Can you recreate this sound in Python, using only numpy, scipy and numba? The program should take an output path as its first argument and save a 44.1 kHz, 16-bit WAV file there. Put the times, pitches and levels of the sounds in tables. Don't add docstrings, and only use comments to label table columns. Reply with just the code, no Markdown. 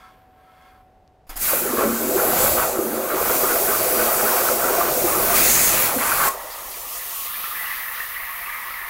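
import sys
import numpy as np
from scipy import signal
from scipy.fft import rfft, irfft, next_fast_len
from scipy.io import wavfile
from scipy.ndimage import uniform_filter1d
from numba import njit

SR = 44100
rng = np.random.default_rng(int(sys.argv[2]) if len(sys.argv) > 2 else 0)


def waveform_to_disk(signal):
    frames = np.transpose(np.atleast_2d(signal))
    scaled = np.clip(frames, -1, 1) * 32767
    samples = np.round(scaled).astype(np.int16)
    wavfile.write(sys.argv[1], SR, samples)


def to_linear_factor(level_db):
    exponent = np.asarray(level_db, float) / 20
    return 10 ** exponent


N = 392049
T = np.arange(N) / SR

# start_s, hiss_peak_db, fall_s, knock_db, thump_db
STRIKE = [
    (1.2685, -57, .04, -57, -58),
    (1.2931, -32, 0.009, -40, -36),
    (1.298, -46, .08, -52, -64),
    (1.3577, -33, 0.044, -48, -34),
    (1.3644, -32, 0.013, -42, -53),
    (1.3725, -19, 0.0021, -47, -56),
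]
# time_s, level_db
ARC = [(1.39, -32), (1.42, -21.5), (1.5, -20), (1.7, -26.5), (2.06, -26.5), (2.44, -20.5), (2.66, -25),
       (2.76, -29), (3.15, -27.5), (3.26, -22.5), (4.15, -21.5), (4.83, -24), (5.3, -20.5), (5.55, -21),
       (5.86, -23), (5.94, -26), (6.02, -23.5), (6.29, -20.5)]
# time_s, level_db
AIR = [
    (6.3, -33.5),
    (6.37, -38),
    (6.95, -30),
    (7.01, -31),
    (7.11, -29),
    (7.47, -26.5),
    (7.47, -27.5),
    (8.87, -34.5),
    (8.89, -33),
]


def unit(x):
    return x / np.sqrt(np.mean(x ** 2))


def track(table, silent_db=-140):
    s, *columns = np.transpose(table)
    return [np.interp(T, s, c, silent_db, silent_db) for c in columns]


def coloured(points, lo_hz=10, hi_hz=20000, steep=6):
    size = next_fast_len(N)
    f = np.maximum(np.arange(size // 2 + 1) * SR / size, 1)
    hz, db = np.transpose(points)
    edges = ((1 + (lo_hz / f) ** (2 * steep)) * (1 + (f / hi_hz) ** (2 * steep))) ** -.5
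    colour = to_linear_factor(np.interp(np.log(f), np.log(hz), db))
    return unit(irfft(rfft(rng.standard_normal(size)) * colour * edges, size)[:N])


def walk(rate):
    k = int(SR / rate)
    held = np.repeat(rng.standard_normal(N // k + 1), k)
    return 1.98 * uniform_filter1d(uniform_filter1d(held, k), k)[:N]


def gate(s, length, rise=0.018, fall=.02):
    return np.clip(np.minimum(1 + (T - s) / rise, 1 - (T - s - length) / fall), 0, 1)


@njit
def svf(x, hz, sharp):
    y, b, l = np.empty(len(x)), 0., 0.
    for i in range(len(x)):
        g = np.tan(np.pi * hz[i] / SR)
        v = (b + g * (x[i] - l)) / (1 + g * (g + 1 / sharp))
        b, l, y[i] = 2 * v - b, l + 2 * g * v, v / sharp
    return y


@njit
def ring(start, hz, size, t60, glide, floor):
    y = np.zeros(N)
    for k in range(len(start)):
        a, phase, f, fall = size[k], 0., hz[k], floor ** (1 / (t60[k] * SR))
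        for i in range(start[k], min(N, start[k] + int(t60[k] * SR))):
            y[i] += a * np.sin(phase)
            phase += 2 * np.pi * f / SR
            f, a = f + glide * hz[k] / (t60[k] * SR), a * fall
    return y


def resonant(x, modes):
    size = next_fast_len(N)
    f = np.arange(size // 2 + 1) * SR / size
    boost_db = sum(db / (1 + (2 * (f - hz) / width) ** 2) for hz, width, db in modes)
    return irfft(rfft(x, size) * to_linear_factor(boost_db), size)[:N]


def hall(x):
    level_db, t60_s = -9, .22
    t = T[:SR // 2]
    tail = rng.standard_normal(len(t)) * np.exp(-np.log(1000) * t / t60_s)
    tail = tail * np.clip((t - .004) / 0.00105, 0, 1)
    tail = signal.lfilter([1, -1], [1, -.99], tail)
    tail = signal.lfilter([1], [1, -.15], tail)
    return x + to_linear_factor(level_db) * signal.fftconvolve(x, tail / np.sqrt(np.sum(tail ** 2)))[:N]


def workshop():
    # time_s, level_db
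    load = [
        (0, -53),
        (.094, -54),
        (.294, -62.5),
        (.36, -60.5),
        (.42, -58),
        (.684, -54.5),
        (.812, -59.5),
        (.84, -65),
        (1.275, -77),
    ]
    # freq_hz, density_db
    room_colour = [(15, -33), (25, 2), (66, 2), (144, -7), (370, -9), (746, -6), (1090, -20), (15700, -49)]
    # freq_hz, density_db
    drive_colour = [(530, -42), (900, -6), (1080, -2), (1200, -12), (1320, -7), (3240, -21), (6500, -36),
                    (14300, -120)]
    # freq_hz, width_hz, level_db
    gear_modes = [(1085, 31, -2), (1315, 26, 0), (1610, 36, -3), (2120, 60, -8), (3120, 60, -16),
                  (3340, 40, -11), (4150, 80, -21), (4500, 60, -19)]
    # freq_hz, level_db
    fan_tones = [(258, -71.5), (646, -70), (748.3, -56.5)]
    # start_s, length_s, level_db
    whine_spans = [(.11, .13, -75), (.29, .11, -78), (.77, .08, -79)]
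    # start_s, peak_db, pitch_hz
    tick_events = [(0.2189, -46, 2800), (0.3092, -55, 3690), (0.5194, -44, 3350), (0.6244, -50, 7000),
                   (0.6774, -48, 3260), (1.0774, -42, 4900)]
    fan_level_db, quieter_from_s, quieter_db_per_s = -59, .83, -28
    gear_per_db, full_load_db = 1.5, -54.5
    drive_hiss_db, whine_hz = -15, 11999

    drive_db = track(load)[0]
    before_strike = T < load[-1][0]
    fan_db = fan_level_db + quieter_db_per_s * np.maximum(T - quieter_from_s, 0)
    fan_db = np.where(before_strike, fan_db, -140)
    fan = sum(to_linear_factor(db + 5.5 + .45 * walk(10.7)) * np.sin(2 * np.pi * hz * T + .45 * walk(9.1))
              for hz, db in fan_tones)
    room = to_linear_factor(-56.5) * before_strike * coloured(room_colour) + to_linear_factor(57 + fan_db) * fan

    noise = rng.standard_normal(N)
    gears = sum(to_linear_factor(db + 1.4 * walk(12)) * unit(svf(noise, np.full(N, 1. 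* hz), hz / width))
                for hz, width, db in gear_modes)
    drive = to_linear_factor(-3.5) * coloured(drive_colour, 880, 7000)
    drive = drive + to_linear_factor(gear_per_db * (drive_db - full_load_db)) * unit(gears)
    hiss = coloured([(6000, -10), (9000, -1.5), (14000, 3), (16000, -1.5)], 6000, 16000)
    whine = sum(to_linear_factor(db) * gate(s, length) for s, length, db in whine_spans)
    whine = whine * np.sin(2 * np.pi * whine_hz * T)

    s, db, hz = np.transpose(tick_events)
    ticks = ring((s * SR).astype(np.int64), hz, to_linear_factor(db), np.full(len(s), .0015), 0., 1e-3)
    return room + to_linear_factor(drive_db) * drive + to_linear_factor(drive_db + drive_hiss_db) * hiss + whine + ticks


def strike():
    # freq_hz, level_db re thump, t60_s
    valve = [(297, -8, 0.077), (738, -4, 0.11), (4850, -14, .06), (4960, -7, .07), (5200, -13.5, .05),
             (6860, -6, .04), (25, 5.5, 0.44)]
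    puff_hz, puff_sharp = 12500., 1.6
    out = np.zeros(N)
    hz, db, t60 = np.transpose(valve)
    knock = unit(svf(rng.standard_normal(N), np.full(N, 1100.), 1.0))
    puff = unit(svf(rng.standard_normal(N), np.full(N, puff_hz), puff_sharp))
    for s, peak_db, fall, knock_db, thump_db in STRIKE:
        since = np.maximum(T - s, 0)
        rise = 1 - np.exp(-since / 0.0027)
        out += rise * to_linear_factor(peak_db) * np.exp(-since / fall) * puff
        out += rise * to_linear_factor(knock_db) * np.exp(-since / 0.044) * knock
        out += ring(np.full(len(hz), int(s * SR)), hz, to_linear_factor(db + thump_db), t60, 0., 0.0012)
    return out


def pockets(table, cycles, glide, gain_db):
    s, db, hz = np.transpose(table)
    late, split = rng.random((len(s), 2)).T
    first = ring((s * SR).astype(np.int64), hz, to_linear_factor(db + gain_db), cycles / hz, glide, 0.0025)
    second_start = ((s + 8 * late / hz) * SR).astype(np.int64)
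    second_hz = hz * (.93 + .14 * split)
    return first + ring(second_start, second_hz, to_linear_factor(db + gain_db - 4.5), cycles / hz, glide, 0.003)


def tank(rumble_db):
    # start_s, peak_db, pitch_hz
    large = [(1.533, -16.5, 532), (1.637, -16.5, 441), (1.783, -12, 441), (1.836, -10.5, 533),
             (1.907, -25, 339), (2.022, -23, 318), (2.079, -14.5, 374), (2.147, -16, 371),
             (2.215, -12.5, 609), (2.252, -15, 534), (2.332, -12, 738), (2.439, -13, 530),
             (2.564, -20, 611), (2.62, -15, 650), (2.697, -17, 587), (2.788, -12.5, 350), (3.121, -16, 434),
             (3.213, -12.5, 440), (3.307, -16.5, 427.5), (3.434, -14, 404), (3.505, -15, 440),
             (3.559, -12, 650), (3.612, -18, 406), (3.686, -15, 406), (3.808, -12, 635), (3.928, -24, 503),
             (3.996, -12.5, 445), (4.071, -13, 630), (4.171, -14, 619), (4.234, -13, 414),
             (4.372, -19, 664), (4.419, -18, 430), (4.499, -13, 543), (4.544, -19, 676),
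             (4.651, -12.5, 557), (4.736, -16, 650), (4.776, -12, 662), (4.885, -16.5, 581),
             (4.964, -17.5, 490), (5.041, -12.5, 345), (5.231, -15, 428), (5.301, -10, 674),
             (5.416, -14, 645.6)]
    # start_s, peak_db, pitch_hz
    deep = [(1.7, -21, 250), (1.856, -19, 222), (1.891, -21, 217), (1.93, -23, 218)]
    # start_s, peak_db, pitch_hz
    pops = [(1.7816, -17, 1230), (2.0317, -23, 1060), (2.1964, -14, 1396), (2.367, -17, 1275),
            (2.4368, -17, 1240), (2.584, -17, 1110), (2.6608, -17, 1234), (2.7571, -21, 1310),
            (3.0549, -25, 1160), (3.1102, -20, 1330), (3.1662, -21, 940), (3.2964, -13, 1400),
            (3.4405, -15, 1220), (3.5056, -11, 1415), (3.5576, -17, 1230), (3.7309, -19, 1070),
            (3.7932, -21, 1030), (3.9519, -19, 1190), (3.992, -14.5, 1477), (4.0884, -15, 1210),
            (4.1429, -17, 1200), (4.1983, -15, 1410), (4.2602, -17, 1430), (4.318, -18, 1050),
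            (4.4176, -15, 1080), (4.4867, -10.5, 1320), (4.637, -10.5, 1320), (4.6835, -12.5, 1304),
            (4.7316, -16, 1079), (4.8084, -10, 1154), (5.1084, -16, 1080), (5.1487, -14, 1200),
            (5.1881, -18, 1200), (5.337, -13, 1190), (5.552, -19, 1067), (5.8351, -22, 1004),
            (5.9848, -22, 1540), (6.1184, -11.5, 1500), (6.2377, -12, 1320), (6.2769, -11.5, 1058)]
    gulps = pockets(large, cycles=45, glide=.2, gain_db=-4.5)
    gulps = gulps + pockets(deep, cycles=50, glide=-.04, gain_db=-2.5)
    gulps = gulps + pockets(pops, cycles=57, glide=0.1, gain_db=-4)
    drone = to_linear_factor(-56) * (T > ARC[0][0]) * coloured([(20, -2), (60, -1)], 17, 48.0, steep=2.6)
    rumble = coloured([(20, -3), (45, -5), (85, -6.5), (170, -6.0)], 25, 270, steep=0.99)
    return to_linear_factor(rumble_db + 0.46 * walk(3.12)) * rumble + drone + gulps


def swoop():
    # start_s, length_s, from_hz, to_hz, level_db
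    gusts = [
        (1.45, .11, 3200, 500, -29),
        (5.9, .075, 1300, 240, -23),
    ]
    noise, out = rng.standard_normal(N), 0
    for s, length, from_hz, to_hz, db in gusts:
        hz = from_hz * (to_hz / from_hz) ** np.clip((T - s) / length, 0, 1)
        out = out + to_linear_factor(db + 8.5) * gate(s, length) * svf(noise, hz, 1.9) * np.sqrt(SR / hz / 40)
    return out


def splashes():
    # start_s, length_s, centre_hz, level_db
    patches = [(6.51, .03, 4600, -45.5), (6.718, 0.025, 4600, -46), (6.737, 0.028, 2500, -51),
               (6.91, .05, 2900, -51), (6.9, .04, 5200, -48), (7.152, .06, 2900, -45),
               (7.3, .05, 3600, -46), (7.42, .06, 3600, -49)]
    out = np.zeros(N)
    for s, length, hz, db in patches:
        on = slice(int((s - .03) * SR), int((s + length + .05) * SR))
        spray = unit(svf(rng.standard_normal(on.stop - on.start), np.full(N, 1. 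* hz), 5.3))
        out[on] += to_linear_factor(db) * gate(s, length, .015, 0.028)[on] * spray
    return out


def bubbles(hz, span, count, spread, cycles, scatter_db, sharp, swirl_db):
    when, pitch, size = rng.random(count), rng.standard_normal(count), rng.exponential(size=count)
    length_s = span[1] - span[0]
    start = np.minimum((span[0] + when * length_s) * SR, N - 1).astype(np.int64)
    f = hz[start] * np.exp(spread * pitch)
    grains = ring(start, f, to_linear_factor(scatter_db * np.minimum(size, 3.2)), cycles / f, 0.23, 0.0037)
    swirl = svf(rng.standard_normal(N), hz, sharp) * to_linear_factor(.8 * walk(14))
    swirl = swirl * np.sqrt(length_s * SR / N)
    return unit(svf(unit(grains) + to_linear_factor(swirl_db) * unit(swirl), hz, sharp))


def water(big_db, big_hz, small_db, froth_db, span, modes, small_hz, froth_hz, tight, count):
    small_hz = small_hz * (1 + walk(6) / 80)
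    froth_hz = froth_hz * (1 + walk(6) / 90)
    big = bubbles(np.clip(big_hz, 200, 900), span, count, 0.3164, 19.3, 1.77, 0.9, swirl_db=3.0)
    small = bubbles(small_hz, span, 2 * count, 0.181 / tight, 38.0, 2.84, 0.79 * tight, swirl_db=-0.1)
    froth = bubbles(froth_hz, span, 2 * count, 0.146 / tight, 33.0, 2.8, 0.87 * tight, swirl_db=6)
    surge = to_linear_factor(-5 + 0.3 * walk(11))
    return resonant(surge * (to_linear_factor(big_db) * big + to_linear_factor(small_db) * small + to_linear_factor(froth_db) * froth), modes)


def jet(shear_db, nozzle_db, spray_db, colour, flicker_db):
    spray_hz, nozzle_hz, shear_hz = 2260, 6120, 8900
    flutter = flicker_db * walk(11.0)
    shear = to_linear_factor(0.43 * walk(20)) * coloured(colour, shear_hz, steep=6.8)
    nozzle = to_linear_factor(nozzle_db + 0.91 * walk(18)) * coloured(colour, nozzle_hz, shear_hz, steep=5.24)
    spray = to_linear_factor(spray_db + 0.87 * walk(16)) * coloured(colour, spray_hz, nozzle_hz, steep=2.4)
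    return to_linear_factor(shear_db + flutter) * (shear + nozzle + spray)


def cooling():
    # time_s, share
    flood = [(6.29, 0.079), (6.7, 0.13), (7, 0.3), (7.265, 0.45), (7.3, 0.94), (7.8, 0.87), (8.3, 0.88),
             (8.6, 0.87), (8.89, 0.87)]
    # start_s, length_s, level_db
    spits = [(6.38, .03, 4.5), (6.518, 0.088, 3), (6.73, 0.013, 0), (6.86, 0.058, -2), (7.002, 0.048, 3.5),
             (7.24, 0.034, 1.5)]
    # freq_hz, width_hz, boost_db
    hole = [(920, 160, 4.2), (1110, 44, 2.5), (1245, 34, 2.2), (1444, 37, 1.5), (1715, 70, 4.7),
            (1840, 68, 2.6), (1960, 79, 2.9), (2080, 37, 2.3), (2330, 61, 5.9), (2710, 92, 6.1)]
    # freq_hz, density_db
    air_colour = [(1530, -20), (2600, -5.5), (4080, -10), (7730, -18.5), (12400, -4), (14000, -3.5),
                  (15600, -3.5)]
    # start_s, peak_db, pitch_hz
    bloops = [(6.4124, -29, 1150), (6.583, -28, 1200), (6.6462, -26, 1060), (6.7436, -33, 965),
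              (6.8043, -39, 1070), (7.1331, -31, 1140), (7.2714, -32, 1220), (7.44, -21.5, 1304),
              (7.5114, -25, 1230), (7.6359, -27, 1460), (7.6958, -27, 1140), (7.759, -30, 1270),
              (7.796, -31, 1270), (7.8554, -31, 1320), (7.898, -28, 1250), (7.973, -28, 1460),
              (8.039, -35, 1330), (8.1388, -31.5, 1130), (8.3039, -29.5, 1150), (8.4276, -27, 1260),
              (8.4719, -24.5, 1170), (8.6621, -25.5, 1160), (8.707, -20, 1270), (8.82, -35, 1180)]
    # start_s, peak_db, pitch_hz
    blips = [(6.3997, -35, 1730), (6.4716, -31, 2020), (6.5045, -33, 1800), (6.7407, -32, 2350),
             (6.8183, -37, 1810), (6.8577, -34, 1810), (6.8891, -30, 2860), (6.9674, -33, 1910),
             (7.2618, -30, 2050), (7.3396, -24, 1710), (7.454, -24, 1810), (7.5676, -21, 1970),
             (7.61, -21, 1974), (7.728, -26, 1980), (7.796, -25, 2050), (7.882, -21, 1760),
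             (8.0012, -16, 1860), (8.1622, -22, 1840), (8.2001, -20.5, 2080), (8.2331, -22, 1980),
             (8.2827, -28, 1830), (8.3812, -26, 1790), (8.493, -26, 1720), (8.6257, -26, 1900),
             (8.7394, -24, 2130), (8.8132, -24, 1884)]
    # start_s, peak_db, pitch_hz
    glugs = [(6.447, -32, 589), (6.681, -35, 824), (6.795, -43, 719), (6.951, -41, 673), (7.055, -42, 746),
             (7.402, -37, 773), (7.535, -38, 832), (7.628, -40, 848), (7.724, -39, 824), (7.862, -42, 816),
             (8.206, -41, 657), (8.407, -37, 672.5), (8.568, -42, 789), (8.674, -42, 751)]
    # start_s, peak_db, pitch_hz
    fizzes = [(6.9353, -34, 3030), (7.2645, -34, 2570), (7.3543, -29, 2340), (7.4416, -30, 2280),
              (7.5568, -32, 2410), (7.6576, -26, 2760), (7.7279, -31, 2400), (7.8836, -29, 2630),
              (7.9923, -30, 2670), (8.144, -31, 2860), (8.1994, -32, 2240), (8.2562, -34, 2530),
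              (8.4603, -29, 2610), (8.821, -32, 2360)]
    slosh_peak_db, slosh_fall_s, snuff_peak_db, snuff_fall_s = 11.5, 0.41, 5.5, 0.037
    froth_lag_s = .24
    s, share = np.transpose(flood)

    def wet(dry_db, flooded_db, lag_s=0):
        return dry_db + (flooded_db - dry_db) * np.interp(T - lag_s, s, share)

    def patchy():
        return .7 * walk(14)

    since = np.maximum(T - s[0], 0)
    spit_db = sum(db * gate(start, length) for start, length, db in spits)
    snuff_db = np.where(T > s[0], snuff_peak_db * np.exp(-since / snuff_fall_s), -99)
    slosh_db = snuff_db + slosh_peak_db * np.exp(-since / slosh_fall_s)
    big_db = wet(-47, -51.5) + slosh_db
    small_db = wet(-51, -38.5) + slosh_db + patchy()
    froth_db = wet(-50, -32.5, froth_lag_s) + snuff_db + spit_db + patchy()
    bath = water(big_db, wet(716, 794), small_db, froth_db, (s[0], N / SR), hole,
                 small_hz=1165, froth_hz=1898, tight=1.98, count=800)
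    bath = bath + pockets(bloops, cycles=87, glide=0.11, gain_db=-5.5)
    bath = bath + pockets(blips, cycles=102, glide=.08, gain_db=-5.5)
    bath = bath + pockets(glugs, cycles=35, glide=.2, gain_db=-2)
    bath = bath + pockets(fizzes, cycles=130, glide=.05, gain_db=-3.5)
    nozzle_db, spray_db = wet(-2.5, -18), wet(-11.5, -13) + .4 * spit_db
    hiss = jet(track(AIR)[0], nozzle_db, spray_db, air_colour, flicker_db=0.14)
    return bath + to_linear_factor(1.5) * splashes() + hiss


def ridged(x):
    # start_s, length_s, centre_hz, width_hz, boost_db
    ridges = [(1.36, 1.4, 14350, 800, 6.5), (1.32, 0.43, 10900, 400, 5.5), (1.4, .45, 12600, 350, 3),
              (2.112, .55, 12700, 450, 7), (3.05, 2.89, 15000, 1000, 6.5), (3.5, 0.895, 10350, 450, 4),
              (4.9, 1.4, 10200, 460, 3.5), (4.2, 1.02, 5560, 300, 3), (5.4, .35, 6500, 450, 7),
              (5.4, 0.32, 7500, 1100, 4), (3, 2.56, 12800, 520, 5), (1.47, 1.34, 7600, 500, 2.5),
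              (2.15, 0.56, 10800, 500, 4)]
    creep_per_s = .014
    y = x.copy()
    for s, length, hz, width, db in ridges:
        on = slice(int(s * SR), int((s + length) * SR))
        lift = (to_linear_factor(db + 0.35 * walk(3.55)) - 1) * gate(s + .1, length - .2, 0.089, 0.11)
        y[on] += lift[on] * svf(x[on], hz * (1 + creep_per_s * (T[on] - s)), hz / width)
    return y


def reflected(x):
    # delay_ms, share
    echoes = [(.35, 0.08), (.75, 0.04), (1.0, 0.06), (1.25, 0.069), (1.45, 0.097), (2.3, 0.11), (3.7, .09),
              (7.6, 0.042), (8.2, 0.045), (8.8, 0.25), (12.2, 0.017)]
    y, place = x.copy(), np.arange(N)
    for ms, share in echoes:
        delay = ms * SR / 1000 * (1 - 0.0131 * (T - 4)) + 1.33 * walk(0.63)
        y += share * np.interp(place - delay, place, x)
    return y / np.sqrt(1 + sum(share ** 2 for _, share in echoes))


def cutting():
    # freq_hz, density_db
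    arc_colour = [(1530, -36), (2600, -6), (2930, -10.5), (4430, -5), (5900, -6.5), (8710, -5), (12800, 2),
                  (15600, 0.5)]
    # freq_hz, width_hz, boost_db
    nozzle_modes = [(4520, 220, 2.5), (6283, 30, 4), (6504, 23, 4.6), (7085, 30, 4), (7420, 40, 4),
                    (7794, 30, 4), (9550, 30, 3.5)]
    # freq_hz, width_hz, boost_db
    plate = [(226, 20, 6.5), (348.4, 35, 6), (437, 17, 2), (539, 25, 5), (620, 22, 4), (665, 38, 6),
             (733, 16, 5.5), (830, 28, 6), (1074, 74, 2.5), (1200, 36, 2), (1330, 36.9, 4.5), (1500, 65, 3),
             (2230, 84, 3.5), (2464, 82, 5)]
    # start_s, length_s, nozzle_db, spray_db, rumble_db
    turns = [(5.45, 0.21, 4, 0, -0.5), (4.3, 0.34, 2, 0.5, -3), (2.74, 0.24, -2, -2.5, 0.5),
             (1.45, .08, -1, -5, -3.5), (2.29, 0.27, -0.5, 1.5, 4), (3.4, 1, -0.5, 0, -4.5)]
    # time_s, level_db, pitch_hz
    churn = [(1.42, -52, 661), (1.53, -29.5, 512), (1.74, -27.5, 420), (1.84, -20, 482), (1.89, -24, 360.7),
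             (1.98, -29.5, 440), (2.15, -23, 414), (2.21, -21.5, 542), (2.64, -26.5, 602), (2.83, -25, 397),
             (3.03, -27, 480), (3.14, -25, 483), (3.9, -26, 564), (3.97, -22, 397), (4.06, -24, 602),
             (5.18, -25.5, 525), (6.18, -31, 620), (6.29, -31, 550)]
    # start_s, length_s, boost_db
    bursts = [(1.46, 0.072, 4.5), (1.686, 0.023, 6), (1.79, 0.04, 11), (3.8, .1, 3.5), (1.893, 0.059, 5.5),
              (2.178, 0.28, 5), (2.585, 0.049, 11.5), (3.107, 0.24, 6.5), (3.421, 0.16, 6.5),
              (3.686, 0.072, 8.5), (3.96, 0.18, 5.5), (4.191, 0.31, 8), (4.604, 0.28, 7.5), (5.07, 0.23, 6),
              (5.31, 0.11, 8.5), (5.453, 0.45, 5.5), (2.433, 0.04, 5.5), (6.021, 0.24, 12),
              (6.21, 0.071, 3.5)]
    usual_jet_db, rumble_built_s, early_rumble_db = -23.5, 2.4, -4
    calm_db = -59
    arc_on_s, arc_off_s = ARC[0][0], ARC[-1][0]

    churn_db, churn_hz = track(churn)
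    bared = gate(5.345, 0.52, .01, .04)
    rebound = gate(5.985, 0.034, .008, 0.054)
    collapse = gate(5.5, 0.33, 0.061, .08)
    jet_db = track(ARC)[0] + 2.8 * bared
    excess_db = jet_db - usual_jet_db
    nozzle_db, spray_db, turn_db = sum(np.outer(db, gate(s, length, .1, 0.21))
                                       for s, length, *db in turns)
    hiss = jet(jet_db, -8.5 + nozzle_db, -12 + spray_db + 3.4 * bared, arc_colour, flicker_db=0.13)

    fits_db = sum(db * gate(s, length, rise=0.026, fall=0.038) for s, length, db in bursts)
    small_db = np.where(churn_db > -99, -33.5 + 0.27 * (churn_db + 26) + fits_db, churn_db)
    froth_db = -37 + 1.5 * excess_db + 9.3 * rebound + 0.22 * fits_db + 3.5 * bared
    bath = water(churn_db - 1.7 * collapse, churn_hz, small_db, froth_db, (arc_on_s, arc_off_s), plate,
                 small_hz=1253, froth_hz=2144, tight=1.0, count=1400)

    rumble_db = -39 + 1.35 * excess_db + turn_db + early_rumble_db * gate(0, rumble_built_s - .4, 1, .4)
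    rumble_db = np.where(T > arc_off_s, calm_db, rumble_db)
    return reflected(ridged(resonant(hiss, nozzle_modes))) + bath + tank(rumble_db) + swoop()


def scene():
    mono = workshop() + hall(strike() + cooling() + cutting())
    return np.array([mono, mono])


def side_noise():
    shop_db, cutting_db, cooling_db = -77, -83, -70.5
    s, length, treble_start_db, sag_db_per_s = 0.6134, 0.9, -67, -33
    stage = np.searchsorted([STRIKE[0][0], AIR[0][0] + .1], T)
    bass_db = np.array([shop_db, cutting_db, cooling_db])[stage]
    treble_db = treble_start_db + np.maximum(sag_db_per_s * 2 * (T - s), -18)
    treble_db = treble_db - 60 * (1 - gate(s, length, .01, .01))
    bass = coloured([(60, -5), (500, 3)], 70, 350, steep=3.3)
    treble = coloured([(500, -7), (1500, 5), (5000, -5), (12000, -30)], 500, 9000)
    return to_linear_factor(bass_db) * bass + to_linear_factor(treble_db) * treble


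def slipped_bands(dry):
    count, level_db, width_share = 26, -3.5, .17
    side = np.zeros(N)
    frame = np.sin(np.pi * np.arange(2048) / 2048) ** 2
    half = len(frame) // 2
    for u, v in zip(rng.random(count), np.linspace(0, 1, count)):
        s, lo_hz = 2.3 + 6.2 * u, 4100 + 9700 * v ** .85
        hi_hz = min(lo_hz + 700 + width_share * lo_hz / 2, 15200)
        i = int(s * SR) - half
        earlier = dry[0, i - half:i + half]
        band = signal.cheby2(8, 50, (lo_hz - 250, hi_hz + 250), "bandpass", fs=SR, output="sos")
        side[i:i + len(frame)] += to_linear_factor(level_db) * frame * signal.sosfilt(band, earlier)
    return side


def band_limit(x):
    return signal.sosfilt(signal.butter(12, 17090, fs=SR, output="sos"), x)


def record(dry):
    side = side_noise() + slipped_bands(dry)
    top = signal.ellip(12, .3, 75, 15760, fs=SR, output="sos")
    mix = signal.sosfilt(top, dry + side * np.array([[1], [-1]]))
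    return band_limit(mix)


dry = scene()
out = record(dry)
waveform_to_disk(out)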